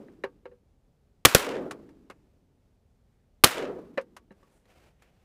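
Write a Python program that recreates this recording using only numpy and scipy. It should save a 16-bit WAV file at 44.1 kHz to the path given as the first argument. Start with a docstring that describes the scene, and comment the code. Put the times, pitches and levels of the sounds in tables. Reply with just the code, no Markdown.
"""The echo of an earlier shot dies away over a calm marsh. Two hunters then fire shotguns from a small
boat hidden in reeds, so close to a camera that its microphone overloads. Each blast is a pair of
pressure fronts that scatter in the reeds and roll back from the far shore and hills, duller with
distance. Spent shells and gear excite the boat's resonant modes, and a sleeve rustles by friction
as a gun is raised."""
import sys
import numpy as np
from scipy import signal
from scipy.fft import rfft, irfft
from scipy.io import wavfile
from scipy.ndimage import uniform_filter1d

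SR = 44100
rng = np.random.default_rng(int(sys.argv[2]) if len(sys.argv) > 2 else 0)


def wrap_up_sound(samples):
    """Save the sound to the file named by the first command line argument, as 16-bit audio."""
    columns = np.atleast_2d(samples).T
    # keep every value between -1 and 1, then stretch to whole-number steps
    tamed = np.clip(columns, -1, 1)
    steps = np.round(tamed * 32767).astype(np.int16)
    wavfile.write(sys.argv[1], SR, steps)


N = 231425

# Spectrum of the muzzle crack (frequency [Hz], level [dB])
CRACK_SPECTRUM = [(60, -40), (250, -14.5), (600, -2), (1200, -5), (1900, -3), (2900, 0), (4200, -4),
                  (7000, -7), (10000, -6), (15000, -13.5)]


def undb(db):
    """Amplitude ratio of a level in decibels."""
    return 10 ** (np.asarray(db) / 20)


def unit(x):
    """Normalisation to an rms of 1."""
    return x / np.sqrt(np.mean(x ** 2))


def clock(seconds):
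    """Sample times in seconds."""
    return np.arange(int(seconds * SR)) / SR


def fade(t, t60):
    """Exponential decay from t = 0, falling 60 dB in t60 seconds."""
    return (t >= 0) * np.exp(-np.log(1000) * np.abs(t) / t60)


def ring(t, hz, t60):
    """Free vibration of one struck mode: a damped sinusoid."""
    return np.sin(2 * np.pi * hz * t) * fade(t, t60)


def add(out, start, sound):
    """Superposition: mix a sound in at a time in seconds; what falls outside is lost."""
    i = int(round(start * SR))
    lo, hi = max(i, 0), min(i + len(sound), len(out))
    if hi > lo:
        out[lo:hi] += sound[lo - i:hi - i]


def noise(spectrum, size):
    """Spectral shaping: noise of rms 1 that follows (frequency [Hz], level [dB]) points."""
    hz, db = np.transpose(spectrum)
    bin_hz = np.maximum(np.fft.rfftfreq(size, 1 / SR), 1)
    gain = undb(np.interp(np.log(bin_hz), np.log(hz), db))
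    return unit(irfft(rfft(rng.standard_normal(size)) * gain, size))


def walk(rate, size):
    """Random modulation: ramps between `rate` random values a second, with a spread near 1."""
    hold = max(int(SR / rate), 1)
    steps = np.repeat(rng.standard_normal(size // hold + 1), hold)
    return unit(uniform_filter1d(steps, hold))[:size]


def bell(hz, centre_hz, octaves):
    """Gaussian weighting of height 1 on a logarithmic frequency axis."""
    return np.exp(-(np.log2(hz / centre_hz) / octaves) ** 2)


def air():
    """Ambient noise: the low, slightly restless rumble of a calm morning."""
    # Spectrum of the rumble (frequency [Hz], level [dB])
    air_spectrum = [(12, -31), (20, -7), (42, 1), (122, -6.5), (157, -8.5), (259, -12.5), (298, -21.5),
                    (404, -16.5), (881, -27), (958, -30.5), (1720, -36), (6720, -43), (15500, -49.5)]
    return noise(air_spectrum, N) * undb(-65 + 0.73 * walk(12, N))


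def sleeve():
    """Friction noise: cloth slides over dry stems in tiny catches; each stroke builds, holds and dies."""
    # Spectrum of rubbing cloth (frequency [Hz], level [dB])
    cloth_spectrum = [(100, -6.5), (300, 0.5), (550, 2), (1000, -6.5), (2400, -11.5), (3600, -16.5),
                      (8000, -21.5), (15000, -28)]
    # Sleeve strokes (time [s], duration [s], level [dB], favoured frequency [Hz], boost [dB])
    strokes = [(0, .07, -84, 5000, -2), (2.119, 0.15, -80.5, 2200, 3), (3.12, 0.14, -87, 1890, 13),
               (4.378, .15, -71, 1291, -0.5), (4.532, .05, -71.5, 9100, 10), (4.701, .18, -63.5, 2400, 4),
               (5.024, .06, -68.5, 2440, 8), (5.12, .15, -74.5, 3000, 3)]
    attack_s, release_s, lead_s = 0.037, .035, 1 / 4
    catch_db, catches_per_s = 1.5, 140
    out, t = np.zeros(N), clock(0.8) - lead_s
    hz = np.geomspace(100, 15000, 40)
    cloth_db = np.interp(hz, *np.transpose(cloth_spectrum))
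    for start, length, db, pitch_hz, boost_db in strokes:
        colour = np.column_stack([hz, cloth_db + boost_db * bell(hz, pitch_hz, octaves=0.51)])
        pressure = np.exp(np.minimum(t, 0) / attack_s - np.maximum(t - length, 0) / release_s)
        swish = noise(colour, len(t)) * pressure
        add(out, start - lead_s, swish * undb(db + catch_db * walk(catches_per_s, len(t))))
    return out


def knocks():
    """Impact excitation: shells and gear tick, clatter and ring the modes that the struck spot favours."""
    # Modes of the boat (frequency [Hz], level [dB], decay time t60 [s])
    boat_modes = [(201, -11, 0.095), (267, -3, 0.037), (391.4, 1.5, 0.1), (487.6, -2, 0.14),
                  (538.3, 4, 0.088), (603, 5.5, 0.019), (710, -10, 0.017), (914, -5.5, 0.1),
                  (1130, -9.5, 0.11), (1230, -19.5, 0.13), (1560, -49, .045), (1620, -32, 0.079),
                  (1604, -9.5, 0.11), (1787, 6, 0.023), (1900, 5, 0.019), (2350, -47, .035),
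                  (2795, -5, 0.026), (3965, -5.5, 0.026)]
    # Shells, gun parts and gear hitting the boat (time [s], rise time [s], ring level [dB],
    # favoured frequency [Hz], boost [dB], clatter level [dB], tick level [dB])
    impacts = [(.084, 0.00069, -67, 1860, 8, -60, -78), (0.2374, 0.0013, -32, 355, 6.5, -29, -49),
               (0.4549, 0.0014, -51, 453, 16, -45.5, -68), (.513, 0.0095, -60, 452, 20.5, -58, -81),
               (1.709, 0.0015, -44, 1290, 15, -34, -35.5), (1.890, 0.0011, -63, 1500, 1, -59.5, -65),
               (2.099, 0.0022, -52, 260, 15, -39.5, -46), (3.9745, 0.00035, -40.5, 234, 18.5, -36.5, -50),
               (3.978, 0.00025, -34.5, 569, 13.5, -26, -66), (4.012, .0003, -69, 1500, 3, -69, -55),
               (4.165, 0.0011, -66, 1109, 24, -47, -44.5), (4.307, 0.0018, -54.5, 222, 27.5, -61.5, -84),
               (4.315, 0.0016, -66.5, 450, 11, -59, -66), (4.428, .001, -66.5, 1190, 16, -63, -71),
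               (4.655, .0005, -70, 1500, -8, -79, -69), (5.021, 0.00084, -72, 2000, -9, -64, -57)]
    # Spectra of the midrange clatter and the brighter tick (frequency [Hz], level [dB])
    clatter_spectrum = [(150, -21), (400, 3.5), (900, 10), (1800, 3.5), (2800, -3), (3500, -17.5),
                        (4500, -15), (9000, -42), (15000, -44)]
    tick_spectrum = [(500, -9), (1500, 4.5), (4000, -4.5), (7500, -8), (12000, -13), (15000, -28)]
    out, t = np.zeros(N), clock(1 / 4)
    for start, rise, ring_db, spot_hz, boost_db, clatter_db, tick_db in impacts:
        body = 0
        for hz, db, t60 in boat_modes:
            mode_db = db + boost_db * bell(hz, spot_hz, octaves=0.29)
            amplitude = rng.choice([-1, 1]) * undb(mode_db + rng.standard_normal())
            body = body + amplitude * ring(t, hz, t60)
        clatter = noise(clatter_spectrum, len(t)) * fade(t, t60=0.073)
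        tick = noise(tick_spectrum, len(t)) * fade(t, t60=0.055) * undb(2 * walk(580, len(t)))
        knock = undb(ring_db) * body + undb(clatter_db) * clatter + undb(tick_db) * tick
        add(out, start, knock * (1 - np.exp(-t / rise)))
    # The knocks carry little bass below 140 Hz.
    return signal.sosfilt(signal.butter(3, 140, "high", fs=SR, output="sos"), out)


def absorb(x, db_per_s, power):
    """Absorption: later sound has come further, losing db_per_s at 1 kHz and more in the treble."""
    hz, t, frames = signal.stft(x, SR, nperseg=512)
    loss_db = db_per_s * (hz[:, None] / 1000) ** power * t
    return signal.istft(frames * undb(-loss_db), SR)[1][:len(x)]


def returns(t, spectrum, level_db, clump_db=1.5):
    """Diffuse reflection: countless overlapping echoes merge into noise, arriving in uneven clumps."""
    clumps = walk(220, len(t)) + walk(40, len(t)) / 2
    return noise(spectrum, len(t)) * undb(level_db + clump_db * clumps)


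def swell(t, arrival_s, hold_s, rise_db_per_s, fall_db_per_s):
    """Echo envelope in dB: it builds, holds at 0 while the ground keeps answering, then decays."""
    early, late = np.maximum(arrival_s - t, 0), np.maximum(t - arrival_s - hold_s, 0)
    return -rise_db_per_s * early - fall_db_per_s * late


def hills_echo(t):
    """Distant reflection: the hills answer last, with a long, low rumble."""
    # Spectrum returned by the hills (frequency [Hz], level [dB])
    hills_spectrum = [(40, -17.5), (110, -11.5), (190, 0.5), (290, 2), (420, -4), (650, -21.5), (1200, -27),
                      (3000, -36), (7000, -44), (14000, -49.5)]
    level_db = -45 + swell(t, arrival_s=.265, hold_s=0.041, rise_db_per_s=190, fall_db_per_s=38)
    return returns(t, hills_spectrum, level_db)


def shore_echo(t):
    """Reflection from the far shore: a roll that absorption dulls as its path lengthens."""
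    # Spectrum returned by the shore (frequency [Hz], level [dB])
    shore_spectrum = [(30, -23.5), (80, -23.5), (160, -15), (260, -2.5), (380, 2.5), (520, 3.5), (720, -9),
                      (1300, -15.5), (2500, -29.5), (5000, -38.5), (14000, -43.5)]
    level_db = -30.5 + swell(t, arrival_s=.138, hold_s=0.14, rise_db_per_s=330, fall_db_per_s=113)
    return absorb(returns(t, shore_spectrum, level_db), db_per_s=16.0, power=.6)


def slaps(t):
    """Discrete reflections: reed walls and the bank return brief bursts with the crack's spectrum."""
    # Reflections of a shot (delay [s], level [dB])
    reflections = [(.036, -25.5), (.05, -33), (.08, -31.5), (.144, -24.5)]
    envelope = sum(undb(db) * np.exp(-((t - delay) / 0.0016) ** 2) for delay, db in reflections)
    return noise(CRACK_SPECTRUM, len(t)) * envelope


def reed_echo(t):
    """Scattering: the boat and nearest stems answer at once, and the reed bed hisses on."""
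    # Spectrum returned by the boat and nearest stems (frequency [Hz], level [dB])
    near_spectrum = [(24, -42.5), (40, -8.5), (313, 1), (824, -6.5), (1350, -2.5), (2520, -12), (2920, -12),
                     (3650, -11.5), (5430, -14), (5990, -16), (12300, -21.5), (13300, -21), (15000, -33.5)]
    # Spectrum scattered by the reed bed (frequency [Hz], level [dB])
    reed_spectrum = [(40, -16.5), (120, -14), (250, -8), (470, -2.5), (750, -3), (1400, 0.5), (2900, -2.5),
                     (4500, -8), (9000, -8), (15000, -8.5)]
    hold_s, sag_db_per_s, fall_db_per_s = 0.22, 16, 310
    near = undb(-13.5) * noise(near_spectrum, len(t)) * fade(t, t60=0.097)
    bed_db = -31.5 - sag_db_per_s * t - fall_db_per_s * np.maximum(t - hold_s, 0)
    bed = returns(t, reed_spectrum, bed_db, clump_db=1.97) + slaps(t)
    return near + absorb(bed, db_per_s=19.5, power=.85)


def echoes(reed_db, far_db):
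    """Multipath propagation: one shot returns from the reeds, the shore and the hills in turn."""
    t = clock(3 / 2)
    near = undb(reed_db) * reed_echo(t)
    far = undb(far_db) * (shore_echo(t) + hills_echo(t))
    return (near + far) * (1 - np.exp(-t / 0.002))


def blast(first_db, lag, second_db, boom_hz, boom_db, punch_db, case_db):
    """Muzzle blast: of two gas fronts, the first rings the camera case, the second booms and punches."""
    t = clock(1 / 10)
    first_front = undb(first_db) * np.exp(-(t / .0028) ** 2)
    second_front = undb(second_db) * (t >= lag) * np.exp(-((t - lag) / 0.0051) ** 2)
    crack = noise(CRACK_SPECTRUM, len(t)) * (first_front + second_front)
    boom = undb(boom_db) * ring(t - lag, boom_hz, t60=.024)
    punch = undb(punch_db) * ring(t - lag, hz=490, t60=.016)
    case = undb(case_db) * ring(t, hz=1190, t60=.024)
    return crack - boom - punch + case


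def guns():
    """Direct and reflected sound: every shotgun blast is followed by its echoes."""
    # Shots (time [s], first front level [dB], second front lag [s], second front level [dB],
    # boom frequency [Hz], boom level [dB], punch level [dB], case ring level [dB],
    # reed echo level [dB], far echo level [dB])
    shots = [(-0.41, 0, .0045, 0, 100, -10, -10, -10, -5, -2),
             (1.2506, -5, 0.0033, -2, 135, -9.5, -9, -5, 1.5, -6.5),
             (1.3481, -4.5, 0.0017, -14.5, 185, -10, -0.5, -26, 0.5, -1),
             (3.4384, -5.5, 0.0034, -1, 135, -8.5, -8, -4.5, 2.5, -2)]
    out = np.zeros(N)
    for start, *muzzle, reed_db, far_db in shots:
        add(out, start, blast(*muzzle))
        add(out, start, echoes(reed_db, far_db))
    return out


def scene():
    """Superposition of shots, knocks, rustling and the still air of the marsh, in one channel."""
    return (guns() + knocks() + sleeve() + air())[None]


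def record(dry):
    """Saturation and band limiting: the blasts overload the microphone; deep bass and the top are cut."""
    ceiling, bottom_hz, top_hz = .9, 22, 15500
    drive = dry / ceiling
    overloaded = ceiling * drive / (1 + drive ** 6) ** (1 / 6)
    thinned = signal.sosfilt(signal.butter(1, bottom_hz, "high", fs=SR, output="sos"), overloaded)
    return signal.sosfilt(signal.ellip(12, .1, 90, top_hz, fs=SR, output="sos"), thinned)


dry = scene()
out = record(dry)
wrap_up_sound(out)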